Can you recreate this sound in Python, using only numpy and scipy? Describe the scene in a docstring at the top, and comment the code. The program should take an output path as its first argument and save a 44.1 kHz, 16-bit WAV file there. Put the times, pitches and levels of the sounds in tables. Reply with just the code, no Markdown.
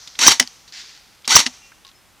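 """In a wood, an electric airsoft gun fires twice right beside the microphone. Each time the motor kicks
in, the gears whine up and draw the piston back against a spring. The piston shrieks forward and slams,
overloading the microphone, and the gears run down; then the trigger clacks back. Dry leaves rustle,
twigs snap and the trees return a faint echo."""
import sys
import numpy as np
from scipy import signal
from scipy.fft import rfft, irfft
from scipy.io import wavfile
from scipy.ndimage import map_coordinates

SR = 44100
rng = np.random.default_rng(int(sys.argv[2]) if len(sys.argv) > 2 else 0)


def to_wav(s):
    """Save 16-bit WAV."""
    ch = np.atleast_2d(s).T  # columns
    pcm = np.round(np.clip(ch, -1, 1) * 32767)  # PCM
    wavfile.write(sys.argv[1], SR, pcm.astype(np.int16))


N = 97020

# the two shots (motor starts [s], piston let go [s], piston hits [s], time under power [s])
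SHOTS = [(.1892, .2724, .2800, .130), (1.2772, 1.3568, 1.3645, .125)]
# tone of hard parts knocking or scraping (frequency [Hz], level [dB])
KNOCK_TONE = [(40, -29), (100, -21), (250, -0.5), (550, -13), (1000, -1), (2000, -1.5), (3200, -0.5),
              (6000, 1.5), (7500, -4), (10000, -9), (15000, -26.5)]
STOCK_HZ = 248.3  # pitch of the stock, the gun's hollow back end


def amp(db):
    """Turn decibels into a number to multiply by."""
    return 10 ** (np.asarray(db) / 20)


def since(start):
    """Seconds gone by since start, zero before it."""
    return np.maximum(np.arange(N) / SR - start, 0)


def strike(start, t60, attack=0.0007):
    """Loudness of a blow: a quick rise, then a fade of 60 dB in t60 seconds (the fade time)."""
    t = since(start)
    return (1 - np.exp(-t / attack)) * amp(-60 * t / t60)


def ring(start, hz, t60):
    """One fading tone of something struck."""
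    return strike(start, t60) * np.sin(2 * np.pi * hz * since(start))


def wobble(rate):
    """A smooth curve through rate random values a second."""
    return map_coordinates(rng.standard_normal(N), [np.arange(N) * rate / SR], mode='nearest')


def colour(x, tone, size=4096):
    """Filter x by a tone table (frequency [Hz], level [dB])."""
    hz, db = np.transpose(tone)
    gain = amp(np.interp(np.log(np.fft.rfftfreq(size, 1 / SR) + 1), np.log(hz + 1), db))
    cepstrum = irfft(np.log(gain + 1e-6))
    # folding this in half makes the filter ring only after a sound, never before
    cepstrum[1:size // 2] *= 2
    cepstrum[size // 2 + 1:] = 0
    return signal.fftconvolve(x, irfft(np.exp(rfft(cepstrum))))[:N]


def noise(tone):
    """Noise shaped by a tone table, then scaled to an average strength (rms) of 1."""
    x = colour(rng.standard_normal(N), tone)
    return x / np.sqrt(np.mean(x ** 2) + 1e-20)


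def lowpass(x, hz, order):
    """Dull x above hz; a higher order cuts more sharply."""
    return signal.sosfilt(signal.butter(order, hz, fs=SR, output='sos'), x)


def still_air():
    """The soft hush of the wood, a little different in the left and right ear."""
    # air that both ears share (frequency [Hz], level [dB])
    shared_tone = [(15, -28.5), (25, -1.5), (71, -6), (257, -11), (673, -14), (811, -9.5), (879, -11.5),
                   (1180, -13), (1350, -10.5), (1670, -15), (1810, -12.5), (6540, -19), (15000, -25.5)]
    # air that differs between the ears (frequency [Hz], level [dB])
    side_tone = [(15, -35), (25, 1), (81, 1), (354, -13.5), (1280, -20.5), (2180, -31.5), (6540, -23),
                 (15000, -19)]
    shared = amp(-54.5) * noise(shared_tone)
    side = amp(-61.5) * noise(side_tone)
    return np.array([shared + side, shared - side])


def lingering_hiss():
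    """The wood still hisses from a shot just before, and slowly goes quiet."""
    # the fading hiss (frequency [Hz], level [dB])
    hiss_tone = [(300, -27), (1000, -5.5), (2800, -8.5), (4500, 2), (6000, 4), (7200, -7.5), (9500, -22.5),
                 (15000, -29.5)]
    return amp(-43.5 - 21.5 * since(0)) * noise(hiss_tone)


def tree_echo(sound):
    """Countless trunks and twigs scatter the sound's energy into a weak, blurred tail."""
    # the trees' answer (frequency [Hz], level [dB])
    echo_tone = [(100, -11.5), (400, -14), (1000, -8.5), (3000, -1.5), (4800, -1.5), (6000, 5),
                 (7000, -3.5), (9000, -13), (15000, -33.5)]
    fade = strike(0, t60=.9, attack=.01) ** 2
    energy = np.abs(signal.fftconvolve(sound ** 2, fade / fade.sum())[:N])
    return amp(-34 + wobble(50)) * np.sqrt(energy) * noise(echo_tone)


def leaves():
    """Dry leaves swish and settle with a fluttering hiss."""
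    # each swish (time [s], level [dB], rise [s], fall [dB per s])
    swishes = [(.722, -35.5, .035, 60)]
    # rustling leaves (frequency [Hz], level [dB])
    leaf_tone = [(290, -61), (500, -34.5), (679, -16.5), (976, -25.5), (1050, -19), (1780, -4.5),
                 (3060, -4.5), (4790, 0.5), (6880, -7.5), (9090, -23.5), (14000, -37.5)]
    motion = sum(amp(db - fall * since(start + rise)) * np.sqrt(np.minimum(since(start) / rise, 1))
                 for start, db, rise, fall in swishes)
    flutter = amp(1.1 * wobble(60) + 1.246 * wobble(600))
    return motion * flutter * noise(leaf_tone)


def twigs():
    """Twigs break with short dry snaps, each with a ping at its own pitch."""
    # each snap (time [s], level [dB], pitch [Hz], fade time [s])
    snaps = [(0.0742, -26.5, 4760, .03), (0.152, -35, 3450, 0.05), (0.4745, -17.5, 4500, 0.0086),
             (.6765, -41.5, 4500, 0.13), (0.7228, -33.5, 4820, 0.031), (0.8412, -34.5, 2200, 0.014),
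             (.975, -35, 4500, 0.017), (1.2212, -41, 5100, 0.011), (1.2451, -32, 3250, 0.034),
             (1.2522, -33.5, 4300, 0.06), (1.7185, -37.5, 1650, 0.03), (1.8485, -34.5, 3760, 0.029),
             (1.8667, -34, 4420, 0.017), (1.8762, -39, 4550, 0.024), (1.888, -43.5, 4130, 0.061),
             (1.9141, -43, 3500, 0.017)]
    width = 2 ** 0.58  # 0.58 octaves either side of the pitch
    out = np.zeros(N)
    for start, db, hz, t60 in snaps:
        tone = [(hz / 8, -24), (hz / width, -6), (hz, 0), (hz * width, -10), (hz * 2, -24), (hz * 4, -34)]
        crack = strike(start, t60) * noise(tone)
        out += amp(db) * (crack + amp(-13.5) * ring(start, hz, t60))
    return out


def metal_pings():
    """Small metal parts ring with thin, slightly unsteady tones."""
    # each ping (time [s], level [dB], pitch [Hz], fade time [s], rise [s])
    pings = [(.0735, -29.5, 3580, 0.031, 0.0007), (.4748, -21.5, 4540, 0.011, .0003),
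             (1.61, -44.5, 2750, 0.45, .02), (1.61, -48, 2423, .4, 0.022),
             (1.847, -48.5, 1080, 0.25, 0.0014), (1.945, -51, 5180, 0.25, 0.0051)]
    return sum(amp(db) * strike(start, t60, rise) * np.sin(2 * np.pi * hz * since(start) + wobble(120))
               for start, db, hz, t60, rise in pings)


def spring():
    """The released spring sings on faintly once the piston hits."""
    # the spring's overtones (multiple of the base pitch, relative level [dB])
    overtones = [(2, 4), (3, 3.5), (4, -9), (5, -0.5), (6, -1.5)]
    base_hz = 382
    return sum(amp(-59 + db) * ring(hit, multiple * base_hz, t60=1.2)
               for _, _, hit, _ in SHOTS for multiple, db in overtones)


def trigger():
    """The plastic trigger clacks back and thumps the stock; just after, the gears' latch knocks."""
    # trigger and finger letting go (time [s], level [dB], fade time [s], dull above [Hz], thump [dB])
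    clacks = [(0.3967, -11, 0.047, 8840, -55), (0.3982, 5, 0.019, 9400, -39),
              (0.4068, -16.5, 0.094, 7050, -20.5), (0.4251, -13.5, 0.015, 6400, -63),
              (1.4595, -16.5, 0.018, 6000, -44), (1.4633, -7, 0.034, 5350, -25.5),
              (1.4721, -16, 0.02, 5400, -56)]
    # clacking plastic (frequency [Hz], level [dB])
    clack_tone = [(40, -41.5), (130, -43), (260, -11), (400, -8.5), (650, -30), (1300, -10), (1950, -0.5),
                  (2500, -7.5), (3000, -2.5), (4300, -4.5), (5500, 3), (7500, -7.5), (10000, -8.5),
                  (15000, -24.5)]
    # dull knock of the latch that stops the gears turning backwards (frequency [Hz], level [dB])
    latch_tone = [(40, -28), (200, 2.5), (400, -13), (750, 1.5), (1200, -6), (3000, -32)]
    # ringing of the trigger lever (pitch [Hz], relative level [dB], fade time [s])
    lever_notes = [(1974, -10.5, 0.022), (2987, -9.5, 0.028), (5420, -20, 0.035)]
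    latch_lag_s = 0.0077
    out = np.zeros(N)
    for start, db, t60, dull_hz, thump_db in clacks:
        clack = lowpass(strike(start, t60, attack=0.00049) * noise(clack_tone), dull_hz, order=2)
        latch = amp(-25) * strike(start + latch_lag_s, t60=0.056, attack=0.00071) * noise(latch_tone)
        lever = sum(amp(note_db) * ring(start, hz, fade) for hz, note_db, fade in lever_notes)
        thump = amp(thump_db) * ring(start, STOCK_HZ, t60=0.1)
        out += amp(db) * (clack + lever + latch) + thump
    return out


def shell(sound):
    """The gearbox shell and stock add their own ringing to the sound inside them."""
    # notes of the shell and stock (pitch [Hz], relative energy [dB], fade time [s])
    notes = [(455.4, -24.5, .05), (942, -3.5, .09), (2031, -11, 0.036), (3210, -7, 0.018), (3922, 2, 0.047),
             (4500, -6.5, 0.12), (5653, 6, 0.045), (6190, 0, 0.033)]
    ringing = sum(amp(db) * np.sqrt(1 / t60) * ring(0, hz, t60) for hz, db, t60 in notes)
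    ringing /= np.linalg.norm(ringing)
    return sound + amp(-14.5) * signal.fftconvolve(sound, ringing)[:N]


def gears():
    """Gear teeth meet faster and faster, grind against the spring, then coast to a stop."""
    # the gearbox (frequency [Hz], level [dB])
    gear_tone = [(40, -45.5), (150, -34), (250, -10.5), (430, -17), (630, -16.5), (890, -5), (1150, -7.5),
                 (1450, -12.5), (1680, -9.5), (2020, -3), (2600, -7.5), (3800, -3), (4500, -0.5),
                 (5000, -11.5), (5780, 1), (6500, -3.5), (8200, -14), (11000, -23.5), (15000, -30)]
    start_hz, top_hz = 647.2, 1580  # teeth meeting per second
    spin_up_s, slow_down_s, whine_rise_s = .036, 0.041, 0.056
    slack_db, take_up_s, run_down_db_per_s = -11.5, 0.033, 435
    out = np.zeros(N)
    for start, release, _, powered_s in SHOTS:
        t, coasting = since(start), since(start + powered_s)
        tooth_hz = top_hz + (start_hz - top_hz) * np.exp(-(t / spin_up_s) ** 2)
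        tooth_hz *= np.exp(-coasting / slow_down_s)
        teeth_passed = np.cumsum(tooth_hz * (1 + .015 * wobble(300))) / SR
        # one click per tooth, each of a slightly different strength
        clicks = np.diff(np.floor(teeth_passed), prepend=0) * amp(2.5 * rng.standard_normal(N))
        clatter = colour(clicks, gear_tone)
        clatter /= np.std(clatter[(t > 0) & (coasting == 0)])
        grind = noise(gear_tone) * amp(1.5 * wobble(350))
        whine_swell = (since(release) == 0) * np.minimum(t / whine_rise_s, 1)
        whine = whine_swell * amp(0.95 * wobble(200)) * np.sqrt(2) * np.sin(2 * np.pi * teeth_passed)
        slack = np.maximum(1 - t / take_up_s, 0)  # the gears are quiet until they meet the spring
        loudness = (t > 0) * amp(slack_db * slack - run_down_db_per_s * coasting)
        out += loudness * (amp(-20) * clatter + amp(-15) * grind + amp(-22.5) * whine)
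    return out


def knocks():
    """Hard parts hit each other inside the gearbox; each blow also thumps the stock."""
    # motor kick, gears slipping off, piston slam, bounces
    # (time [s], level [dB], fade time [s], thump [dB])
    blows = [(0.1896, -10.5, 0.022, -29), (0.265, -4.5, 0.038, -30), (0.2796, 5, 0.026, -36),
             (0.2907, -9, 0.035, -43), (0.3037, -7.5, 0.01, -27.5), (0.3145, -8.5, 0.028, -55),
             (0.3187, -5, 0.025, -50.5), (1.2764, -9, 0.023, -27), (1.3522, -3.5, 0.023, -19),
             (1.3648, 4, 0.027, -27), (1.3762, -11.5, 0.02, -45), (1.3896, -7.5, 0.039, -22),
             (1.4, -10, 0.026, -46)]
    out = np.zeros(N)
    for start, db, t60, thump_db in blows:
        out += amp(db) * strike(start, t60) * noise(KNOCK_TONE)
        out += amp(thump_db) * ring(start, STOCK_HZ, t60=.055)
    return out


def piston():
    """The spring lets go and jolts the gun; the piston shrieks down its tube and the air pops out."""
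    # the gun's body shaken by the spring (frequency [Hz], level [dB])
    jolt_tone = [(25, -14.5), (90, 6.5), (140, -2.5), (260, 6), (450, 2.5), (900, -14), (2500, -42)]
    shriek_hz, kick_lead_s = 5850, .007
    out = np.zeros(N)
    for _, release, hit, _ in SHOTS:
        sliding = (1 - np.exp(-since(release) / 0.00032)) * np.exp(-since(hit) / .0018)
        flutter = amp(4.9 * wobble(400))
        wavering_hz = shriek_hz * (1 + 0.045 * wobble(600))
        shriek = amp(7) * flutter * np.sin(2 * np.pi * np.cumsum(wavering_hz) / SR)
        kick = release - kick_lead_s
        recoil = amp(-23.5) * ring(kick, hz=87.4, t60=0.12)
        jolt = amp(-23.5) * strike(kick, t60=0.072, attack=0.0024) * noise(jolt_tone)
        scrape = amp(-9) * noise(KNOCK_TONE)
        pop = amp(15) * ring(hit, hz=1069, t60=0.0074)
        out += sliding * (shriek + scrape) + pop + recoil + jolt
    return out


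def scene():
    """The gun and the wood sound the same in both ears; only the still air differs."""
    near = shell(gears() + knocks()) + piston() + spring() + trigger() + twigs() + metal_pings()
    return near + lingering_hiss() + tree_echo(near) + leaves() + still_air()


def record(dry):
    """The microphone loses the deepest bass and highest treble, and the shots overload it."""
    low_cut = signal.butter(2, 36, 'highpass', fs=SR, output='sos')
    heard = signal.sosfilt(low_cut, lowpass(dry, hz=15300, order=16))
    ceiling = 1.3
    squashed = heard / (1 + np.abs(heard / ceiling) ** 8) ** (1 / 8)  # rounds off the loudest peaks
    return lowpass(squashed, hz=17000, order=16)


dry = scene()
out = record(dry)
to_wav(out)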